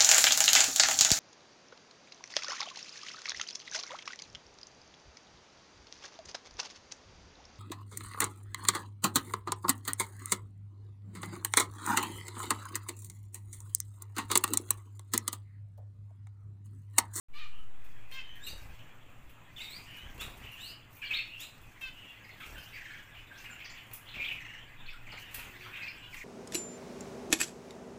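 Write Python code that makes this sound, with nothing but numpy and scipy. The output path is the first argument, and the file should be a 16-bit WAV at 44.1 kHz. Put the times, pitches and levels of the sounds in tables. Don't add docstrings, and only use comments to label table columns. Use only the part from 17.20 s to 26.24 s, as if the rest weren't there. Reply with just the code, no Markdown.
import sys
import numpy as np
from scipy import signal
from scipy.fft import rfft, irfft, next_fast_len
from scipy.io import wavfile
from scipy.ndimage import uniform_filter1d

SR = 44100
rng = np.random.default_rng(int(sys.argv[2]) if len(sys.argv) > 2 else 0)


def digitize_waveform(pressure):
    field = np.atleast_2d(pressure).T
    bounded = np.clip(field, -1, 1)
    quanta = np.round(bounded * 32767).astype(np.int16)
    wavfile.write(sys.argv[1], SR, quanta)


def voltage_ratio(level):
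    return 10 ** (np.asarray(level, float) / 20)


N = 398663

WHISTLE_OVERTONES_DB = [-9.5, -20]


def evened(x):
    return x / np.sqrt(np.mean(x ** 2) + 1e-20)


def read(points, hz):
    f, value = np.transpose(points)
    return np.interp(np.log(hz + 1), np.log(f + 1), value)


def add(mix, s, sound):
    part = mix[round(s * SR):][:len(sound)]
    part += sound[:len(part)]


def colour(x, spectrum):
    size = next_fast_len(len(x), True)
    gain = voltage_ratio(read(spectrum, np.fft.rfftfreq(size, 1 / SR)))
    return irfft(rfft(x, size) * gain, size)[:len(x)]


def drift(length, hz):
    steps = np.arange(length) * hz / SR
    return np.interp(steps, np.arange(200), rng.standard_normal(200))


def samples_in_note(length_s):
    return round(max(length_s, .008) * SR)


def whistle(length, first_hz, last_hz, db, flutter, overtones_db, bend=1):
    # frequency in Hz, level in dB.
    rasp = [(900, -9.5), (2000, 5), (3200, 5), (4900, -10), (9000, -30.5), (15000, -20)]
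    n = samples_in_note(length)
    glide = first_hz * (last_hz / first_hz) ** np.linspace(0, 1, n) ** bend
    hz = glide * (1 + flutter * drift(n, 400))
    phase = 2 * np.pi * np.cumsum(hz) / SR
    upper = voltage_ratio(np.maximum(np.array(overtones_db) - 550 * flutter, -40))
    tone = np.sin(phase)
    for k, gain in enumerate(upper):
        tone = tone + gain * np.sin((k + 2) * phase)
    hiss = voltage_ratio(-19 + 60 * flutter) * evened(colour(rng.standard_normal(n), rasp))
    unsteady_db = min(2 + 30 * flutter, 3) * drift(n, 151)
    return voltage_ratio(db + unsteady_db) * (tone + hiss) * signal.windows.tukey(n, .45)


def sing_rises(calls):
    # start in seconds, length in seconds, first pitch in Hz, last pitch in Hz, level in dB.
    rises = [(1.2, 0.12, 3400, 4840, -49), (1.26, 0.032, 3575, 3910, -42.5),
             (1.297, 0.026, 4380, 5050, -52), (2.4, 0.024, 3460, 3960, -41),
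             (2.484, 0.1, 3620, 5100, -46.5), (2.992, 0.048, 3200, 4050, -43),
             (3.384, 0.135, 3376, 5250, -46), (3.952, 0.027, 3960, 4520, -35.5),
             (7.723, 0.028, 1700, 1306, -49.5), (4.186, 0.062, 3150, 4230, -46.5),
             (8.608, 0.039, 2250, 2020, -44)]
    swell_db = 5
    for s, length, first_hz, last_hz, db in rises:
        swell = voltage_ratio(swell_db * np.linspace(-1, .3, samples_in_note(length)))
        strained_db = np.array(WHISTLE_OVERTONES_DB) - 1.1 * max(db + 48.5, 0) + 5
        add(calls, s, swell * whistle(length, first_hz, last_hz, db, .017, strained_db))


def sing_glides(calls):
    # start in seconds, length in seconds, first pitch in Hz, last pitch in Hz, level in dB.
    falls = [(2.369, 0.059, 3320, 1934, -45), (3.815, 0.037, 2510, 2230, -40),
             (3.908, 0.031, 2326, 2255, -44), (3.928, 0.03, 3650, 4100, -47),
             (7.083, .016, 2750, 2600, -34), (7.095, .04, 2620, 2480, -39), (6.288, .04, 1600, 1330, -50),
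             (7.04, .05, 3500, 3300, -47), (2.4, .06, 2800, 2200, -50), (3.22, .09, 2950, 2580, -52),
             (3.865, 0.035, 3240, 2930, -50), (3.898, 0.045, 2743, 2294, -34.5),
             (3.927, .032, 2840, 4200, -35), (3.935, 0.061, 2340, 2210, -47),
             (3.96, 0.0507, 3710, 3190, -46.5), (3.846, 0.045, 4490, 4180, -53),
             (3.815, 0.05, 3050, 2670, -48), (5.6, .2, 2610, 2280, -59), (7.24, 0.034, 3010, 2450, -52),
             (4.842, 0.028, 2870, 1610, -57), (4.979, 0.049, 2290, 1730, -62),
             (5.2, 0.036, 1583, 1250, -48.5), (5.342, 0.038, 1825, 1483, -48),
             (5.35, 0.0475, 2584, 3290, -51), (6.995, 0.067, 2367, 2470, -36.5),
             (7.04, 0.028, 3000, 3630, -40), (6.438, 0.032, 2710, 1670, -49),
             (7.684, 0.014, 2610, 2230, -46), (8.17, 0.12, 1607, 1400, -60),
             (8.398, 0.07, 4800, 4370, -60.5), (8.527, 0.02, 2800, 1780, -43.5),
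             (8.599, 0.043, 2615, 2505, -47), (8.53, .03, 2650, 2500, -45), (6.97, .04, 2250, 2330, -44),
             (8.665, 0.022, 2814, 2210, -40)]
    held = [(.284, 0.13, 2920, 2884, -61), (2.457, 0.18, 2200, 2495, -58.5),
            (2.385, 0.058, 2910, 2510, -58), (3.22, 0.37, 2746, 2956, -53.5),
            (4.058, 0.22, 2780, 2807, -52), (4.719, 0.23, 2900, 2843, -54),
            (5.397, 0.09, 3020, 2920, -57.5), (5.6, 0.21, 3120, 3040, -59.5),
            (6.295, 0.086, 2880, 2750, -54.5), (7.23, 0.22, 2746, 3016, -54), (7.9, 0.24, 3086, 2730, -57),
            (8.27, 0.31, 354, 388, -64), (8.758, 0.16, 2680, 3095, -56)]
    tones = [(1.02, 0.17, 3080, 3060, -55.5), (2.645, 0.24, 2830, 3120, -54), (2.5, 0.102, 2150, 2050, -61),
             (6.068, 0.0173, 4100, 3600, -65.5), (5.7, 0.037, 3700, 4900, -65), (6, 0.016, 4600, 5400, -70),
             (7.729, .014, 8300, 7700, -72), (8.778, .014, 7600, 7800, -70), (4.2, .03, 6700, 6900, -60),
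             (11, .07, 7700, 8600, -68), (6.3, 0.041, 7700, 6600, -64), (1.27, 0.03, 6000, 6150, -61)]
    for table, flutter in ((falls, .0636), (held, .055), (tones, .03)):
        for s, *glide in table:
            add(calls, s, whistle(*glide, flutter, WHISTLE_OVERTONES_DB))


def sing_level_notes(calls):
    # start in seconds, length in seconds, pitch in Hz, level in dB.
    peeps = [(.388, 0.019, 1263, -63), (.435, 0.022, 1260, -68), (1.262, 0.028, 2743, -45.5),
             (2.362, 0.016, 3527, -44), (2.418, 0.036, 4380, -55), (2.445, 0.051, 3640, -51),
             (2.991, 0.024, 2710, -46.5), (3.824, 0.036, 1660, -48), (3.984, 0.017, 2680, -34),
             (5.1, 0.04, 4280, -64), (5.376, .057, 4980, -65), (5.528, 0.04, 4720, -59),
             (6.066, .022, 3650, -59), (8.61, .03, 2560, -41), (8.666, .014, 2780, -40),
             (6.11, 0.025, 1626, -48), (6.168, 0.072, 2706, -59), (7.456, 0.038, 1680, -57.5),
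             (7.583, .042, 3690, -59), (7.596, 0.023, 2970, -61)]
    squawks = [(1.576, 0.041, 2656, -55), (3.72, 0.32, 2526, -59.5), (3.852, 0.04, 3060, -49),
               (4.556, 0.029, 2300, -57), (5.198, 0.054, 2390, -48.5), (5.513, 0.091, 2417, -50),
               (5.94, 0.07, 2700, -52), (6.24, 0.032, 2380, -47.5), (6.937, .02, 3050, -47),
               (5.2, .05, 3000, -54), (8.625, .025, 4900, -55), (7.69, .03, 4800, -60),
               (7.47, .03, 4400, -67), (3.2, .09, 2100, -57), (8.42, .07, 2950, -53),
               (4.555, .035, 2100, -61), (6.17, .03, 5100, -62), (3.96, .05, 3300, -48),
               (6.85, 0.11, 3210, -54), (6.498, 0.11, 2110, -56), (6.545, 0.06, 2970, -54),
               (6.936, 0.041, 2550, -44), (7.655, 0.05, 3310, -52), (8.2, 0.092, 2400, -59),
               (8.398, 0.066, 2580, -54), (8.445, 0.05, 1300, -55), (8.55, 0.034, 2490, -47),
               (6.345, 0.026, 2230, -55), (6.385, 0.049, 2440, -50.5), (7.882, 0.041, 2590, -49.5),
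               (8.40, .03, 2300, -64), (6.496, .025, 6450, -61.5), (6.445, 0.021, 4900, -53),
               (8.96, 0.05, 6200, -59.5), (5.66, 0.18, 1550, -57)]
    for table, flutter in ((peeps, .0356), (squawks, .157)):
        for s, length, hz, db in table:
            add(calls, s, whistle(length, hz, hz, db, flutter, WHISTLE_OVERTONES_DB))


def sing_chips(calls):
    # start in seconds, last pitch in Hz, level in dB.
    chips = [
        (5.04, 4070, -57),
        (6.443, 4300, -50.5),
        (6.493, 4000, -52.5),
        (8.625, 3920, -48.5),
        (7.917, 3960, -48),
        (7.971, 4050, -51),
        (8.68, 3960, -48),
        (8.928, 4830, -60),
    ]
    length_s, top_hz = .0149, 5200
    for s, last_hz, db in chips:
        add(calls, s, whistle(length_s, top_hz, last_hz, db, .039, WHISTLE_OVERTONES_DB))


def sing_trills(trills):
    # start in seconds, number of notes, seconds between notes, top pitch in Hz, level in dB.
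    runs = [
        (5.042, 2, .047, 2350, -48.5),
        (5.56, 6, .0437, 2400, -46),
        (7.202, 5, .043, 2300, -44.5),
        (7.866, 3, .0515, 2700, -48),
        (8.926, 3, .0385, 2650, -46),
    ]
    # note length in seconds, last pitch over first,
    # change per note in dB, overtone boost in dB.
    manner = [
        (.02, .75, -1, -7),
        (.024, .63, -.5, -1),
        (.028, .72, -1.5, 0),
        (.016, .72, 1, -4),
        (.024, .68, 2, -4),
    ]
    # level of one upper partial in dB, from the second up.
    partials_db = [-9, -8, -18]
    repeat_s, repeat_db = .0125, -5.5
    for (s, count, step, top_hz, db), (length, fall, fade_db, boost_db) in zip(runs, manner):
        upper_db = np.add(partials_db, boost_db)
        for k in range(round(count)):
            note = whistle(length, top_hz, fall * top_hz, db + fade_db * k, .02, upper_db, bend=.9)
            add(trills, s + k * step, note)
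            add(trills, s + k * step + repeat_s, voltage_ratio(repeat_db) * note)


def nasal(rows, beak):
    s, *columns = np.transpose(rows)
    t = np.arange(s[0], s[-1], 1 / SR)
    effort_db, hz, rough = (np.interp(t, s, c) for c in columns)
    shaken_hz = hz * (1 + .023 * rough * drift(len(t), 183))
    phase = 2 * np.pi * np.cumsum(shaken_hz) / SR
    buzz = np.zeros(len(t))
    for k in range(1, 26):
        uneven_db = 3.5 * drift(len(t), 30)
        buzz += voltage_ratio(read(beak, k * hz) + uneven_db) * np.cos(k * phase + k * k)
    breath = colour(rng.standard_normal(len(t)), beak)
    return voltage_ratio(effort_db) * (evened(buzz) + rough * evened(breath)) * signal.windows.tukey(len(t), .15)


def call_nasally(calls, trills):
    # time in seconds, effort in dB, pitch in Hz, roughness from 0 to 1.
    clear = [
        [(0.916, -47, 526, .2), (.927, -46.5, 525, 0.27), (.965, -44, 530, 0.31), (.988, -43.5, 525, 0.4),
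         (1.002, -47.5, 508, 0.4), (1.026, -51, 517, 0.4)],
        [(4.61, -48, 547, 0.3), (4.628, -44.5, 523.7, 0.15), (4.671, -43.5, 521.6, 0.25), (4.69, -45, 499, .25),
         (4.70, -54, 497, .3)],
    ]
    hoarse = [
        [(.13, -59, 579, 0.54), (.175, -50.5, 591, 0.47), (.195, -51, 649, 0.48), (.245, -54, 574, 0.5),
         (.27, -70, 567, 0.6)],
        [(8.815, -60, 503, 0.24), (8.85, -54, 486, 0.26), (8.89, -74, 488, 0.2)],
    ]
    # frequency in Hz, level in dB.
    narrow_beak = [(290, -56), (500, -29), (803, -14.5), (1570, -8.5), (1830, -5.5), (2070, -2), (2700, 6),
                   (3150, 3), (3700, -8), (4800, -13.5), (6000, -23.5), (14000, -69)]
    open_beak = [(500, -30), (1200, -3), (1800, -4), (2400, 3), (3200, -1), (4200, -4), (5200, -16),
                 (14000, -65)]
    for mix, table, beak in ((trills, clear, narrow_beak), (calls, hoarse, open_beak)):
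        for rows in table:
            add(mix, rows[0][0], nasal(rows, beak))


def birds():
    # frequency in Hz, level in dB.
    port = [(5000, 0.5), (6300, 4), (7700, 9.5), (9500, -5.5), (15000, 12)]
    calls, trills = np.zeros((2, N))
    sing_rises(calls)
    sing_glides(calls)
    sing_level_notes(calls)
    sing_chips(calls)
    call_nasally(calls, trills)
    sing_trills(trills)
    return colour(calls, port), colour(trills, port)


def wires():
    # start in seconds, peak in dB, tilt toward the treble in dB per octave.
    ticks = [(.6415, -57, 8), (1.1532, -53.5, 7), (1.266, -39, 8), (2.093, -53.5, 7), (2.7649, -52, 13),
             (3.0081, -35, 5), (3.765, -49, 17), (4.2025, -40, 8), (4.4137, -57, 10), (4.6091, -45, 4),
             (5.1996, -46, 3), (6.4986, -48.5, -1), (6.7318, -34, 13), (7.9215, -43.5, -0.5),
             (8.1087, -50, 6), (8.142, -31.5, 7.5), (8.1909, -37.5, 4), (8.9403, -40, 3.5)]
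    taps = [(0.9136, -43, 4), (2.4032, -58, 6), (2.945, -49, 14), (2.9785, -44, 5), (3.1745, -50, 14),
            (3.3181, -49, 14), (3.4947, -50, 8), (3.7063, -57, 12), (3.7297, -48, 19), (3.7522, -48, 15),
            (4.2086, -48, 10), (5.2632, -43, 4), (5.3813, -44, 6), (6.2415, -45, 3), (6.7128, -42, 2),
            (7.127, -47, 10), (7.7311, -52, 5), (7.9895, -52, 2), (8.421, -53, 8)]
    # frequency in Hz, level in dB per Hz.
    mesh = [(470, -47), (800, 4), (1740, 2.5), (2100, 1.5), (2600, 6.5), (2950, -1), (4990, -17),
            (9100, -20.5), (14800, -17.5), (16000, -28)]
    out, t = np.zeros(N), np.arange(8192) / SR
    for table, t60, rise_s in ((ticks, .085, .004), (taps, .027, .001)):
        for s, db, tilt_db in table:
            tilted = [(hz, level + tilt_db * np.log2(hz / 9000)) for hz, level in mesh]
            rattle = evened(colour(rng.standard_normal(len(t)), tilted))
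            add(out, s, voltage_ratio(db - 2 - 60 * t / t60) * np.minimum(t / rise_s, 1) * rattle)
    return out


def wings():
    # first stroke in seconds, number of strokes, seconds between strokes,
    # strongest push of air in dB, feather swish in dB.
    flights = [(1.274, 5, 0.028, -36.5, -49), (1.42, 4, 0.038, -35.5, -50), (2.625, 1, .03, -61, -67.5),
               (2.834, 3, 0.0315, -36, -53), (2.951, 6, 0.0316, -36, -45.5), (3.178, 4, 0.033, -40, -49),
               (5.268, 6, 0.027, -39, -49.5), (6.712, 1, .03, -43, -53.5), (6.965, 2, 0.028, -56, -43),
               (7.117, 1, .03, -57, -60), (7.934, 1, .03, -64, -46.5), (8.182, 1, .03, -44, -48),
               (8.242, 3, 0.025, -42, -46)]
    feathers = [(60, 8), (220, 7), (900, 1), (2500, -10.5), (15000, -38)]  # Hz, dB
    ends_db, swish_ends_db = -7, -10
    out, u = np.zeros(N), np.linspace(-4, 8, 1800)
    for s, count, step, db, swish_db in flights:
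        for k in range(round(count)):
            edge = ((2 * k + 1) / round(count) - 1) ** 2
            v = rng.uniform(1, 2.2) * u
            push = np.exp(-v ** 2 / 2) - .37 * np.exp(-((v - 2.6) / 2) ** 2 / 2)
            swish = evened(colour(rng.standard_normal(len(u)), feathers))
            swish = voltage_ratio(swish_db - 4 + swish_ends_db * edge) * swish * np.exp(-((u - 1.5) / 2.63) ** 2)
            add(out, s + k * step - 600 / SR, voltage_ratio(db - 2.5 + ends_db * edge) * push + swish)
    sway(out)
    return out


def sway(out):
    # start in seconds, length in seconds, frequency in Hz, level in dB.
    gust = (7.5, 0.43, 14, -41.5)
    s, length, hz, db = gust
    t = np.arange(0, length, 1 / SR)
    add(out, s, voltage_ratio(db) * np.sin(np.pi * t / length) * np.cos(2 * np.pi * hz * (t - .06)))


def echoes():
    # frequency in Hz, time to fall by 60 dB in seconds.
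    ringing = [(300, 0.38), (2000, 0.43), (4500, 0.33), (9000, 0.34), (15000, 0.18)]
    taps = np.zeros(SR)
    at = np.arange(140, SR - 20, 20) + rng.integers(0, 20, (SR - 141) // 20)
    taps[at] = rng.choice([-1., 1.], len(at))
    hz, t, z = signal.stft(taps, SR, nperseg=256)
    decay = voltage_ratio(-60 * t / read(ringing, hz)[:, None])
    tail = signal.istft(z * decay, SR, nperseg=256)[1]
    return tail / np.linalg.norm(tail)


def walls(x):
    shifts_per_s = 5
    phase = 2 * np.pi * shifts_per_s * np.arange(N) / SR
    return sum(signal.oaconvolve(x * share, echoes())[:N] for share in (np.cos(phase), np.sin(phase)))


def stir():
    # time of the peak in seconds, peak in dB, rise in seconds, time to fall by 60 dB in seconds.
    hops = [(.15, -67.5, 0.028, .95), (.65, -69.5, 0.083, 2), (.94, -56.5, 0.048, 0.28),
            (1.27, -57, 0.077, 1.6), (2.41, -55, 0.07, 2.06), (3.01, -48.5, 0.013, 0.39),
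            (3.51, -56.5, 0.77, 0.27), (3.73, -65.5, .05, 11), (4.21, -48.5, 0.024, 0.29),
            (4.63, -62, 0.046, .55), (4.8, -69.5, .15, 4.9), (5.28, -58, 0.18, 2.9),
            (6.2, -58.5, 0.12, 1.3), (6.75, -63, 0.49, 1.5), (7.021, -60, 0.029, 1.1),
            (7.9, -71, 0.77, 1.3), (7.99, -56, 0.021, 0.47), (8.14, -56, 0.066, 2.4), (8.6, -70.5, .3, 8.6),
            (8.94, -58.5, 0.071, 2)]
    rise_db = 17
    t = np.arange(0, N + 64, 64) / SR
    power = np.zeros(len(t))
    for s, db, rise, t60 in hops:
        below_peak_db = np.where(t < s, rise_db * (s - t) / rise, 60 * (t - s) / t60)
        power += voltage_ratio(db - below_peak_db) ** 2
    return np.interp(np.arange(N) / SR, t, np.sqrt(power))


def chatter():
    out = np.zeros(N)
    for s, length, pitch, glide, size in rng.random((850, 5)):
        off = 2 * pitch - 1
        hz = 2450 * np.exp(.42 * off * (.5 + abs(off)) / 1.5)
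        note = whistle(.015 + .035 * length, hz, hz * (.75 + .4 * glide), 4 * size, .069, [-20, -28])
        add(out, s * N / SR, note)
    return evened(signal.oaconvolve(out, echoes())[:N])


def noise(spectrum, flicker_db, flicker_size, patchy_db):
    flicker = evened(uniform_filter1d(rng.standard_normal(N), round(flicker_size)))
    flickering = colour(rng.standard_normal(N), spectrum) * voltage_ratio(flicker_db * flicker)
    z = signal.stft(flickering, nperseg=512)[2]
    patches = uniform_filter1d(rng.standard_normal(z.shape), 9, 0)
    patches = evened(uniform_filter1d(patches, 8, 1))
    return evened(signal.istft(z * voltage_ratio(patchy_db * patches), nperseg=512)[1][:N])


def low_hum():
    # frequency in Hz, width in Hz, level in dB.
    hum_band = (110.6, 12.2, -64)
    hz, width, db = hum_band
    peak = [(hz - 2.4 * width, -50), (hz - width, -8), (hz, 0), (hz + width, -8), (hz + 4.6 * width, -50)]
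    return voltage_ratio(db) * noise(peak, .84, 4000, 0)


def surroundings():
    # time in seconds, breeze at the microphone in dB, yard in dB, far chatter in dB.
    around = [(0.31, -60, -69.5, -79), (0.72, -61, -67, -64.5), (1.18, -65, -65.5, -59),
              (1.57, -64, -65, -60), (2.06, -62.5, -65, -69), (2.72, -63, -63.5, -53.5),
              (3.1, -59.5, -60.5, -62.5), (3.32, -62, -63.5, -54.5), (3.78, -64.5, -65.5, -68),
              (4.39, -62, -65, -64.5), (4.908, -66, -64.5, -56.5), (6.05, -62.5, -64, -59),
              (6.25, -62, -63, -51.5), (6.8, -63.5, -64, -58.5), (7.16, -60.5, -62.5, -51),
              (7.46, -59.5, -63.5, -58.5), (8.58, -64.5, -62, -52), (9.04, -62, -64, -58)]
    # frequency in Hz, level in dB.
    breeze_colour = [(7, -18), (14, 7), (26, -7.5), (55, -7), (200, -51)]
    # frequency in Hz, level in dB per Hz.
    yard_colour = [(24, -61), (40, -30), (75, -9), (112, -3), (204, -11.5), (269, -9.5), (372, -15.5),
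                   (412, -17), (1150, -14), (2320, -21.5), (2630, -17.5), (5310, -44), (7360, -29.5),
                   (10400, -50), (16000, -30)]
    rustle_colour = [(2060, -5.5), (3500, -11), (4320, -3), (5060, -5), (6010, -4.5), (7800, -5),
                     (10900, -12.5), (14900, -2.5), (16000, -5.5)]
    s, *levels = np.transpose(around)
    breeze, yard, far = (voltage_ratio(np.interp(np.arange(N) / SR, s, db)) for db in levels)
    air = breeze * voltage_ratio(4.5) * noise(breeze_colour, 3.2, 5000, 0)
    wash = yard * voltage_ratio(5.5) * noise(yard_colour, .95, 1500, 1.2)
    far_birds = far * voltage_ratio(-1.5) * chatter()
    rustle = stir() * voltage_ratio(.83) * noise(rustle_colour, 1.6, 700, 3)
    return air + wash + far_birds + rustle + low_hum()


def scene():
    calls, trills = birds()
    near = calls + wires()
    air = wings()
    wet = walls(near + voltage_ratio(-6) * trills + voltage_ratio(-9) * air)
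    return (voltage_ratio(-1) * (near + trills) + voltage_ratio(-1.5) * wet + air + surroundings())[None]


def low_pass(x):
    return signal.sosfilt(signal.butter(12, 16500, fs=SR, output="sos"), x)


def record(dry):
    start_s, edge_hz = .0845, 15500
    t = np.maximum(np.arange(N) / SR - start_s, 0)
    offset = -.036 * (1 - np.exp(-t / .062)) / (1 + (t / .72) ** 2.94)
    lowpass = signal.firwin(801, edge_hz, window=("kaiser", 9), fs=SR)
    limited = signal.oaconvolve(dry, lowpass[None], "same")
    fade = np.minimum(.54 + t / .2, 1)
    mix = (limited * fade + offset) * (t > 0)
    return low_pass(mix)


dry = scene()
out = record(dry)
digitize_waveform(out)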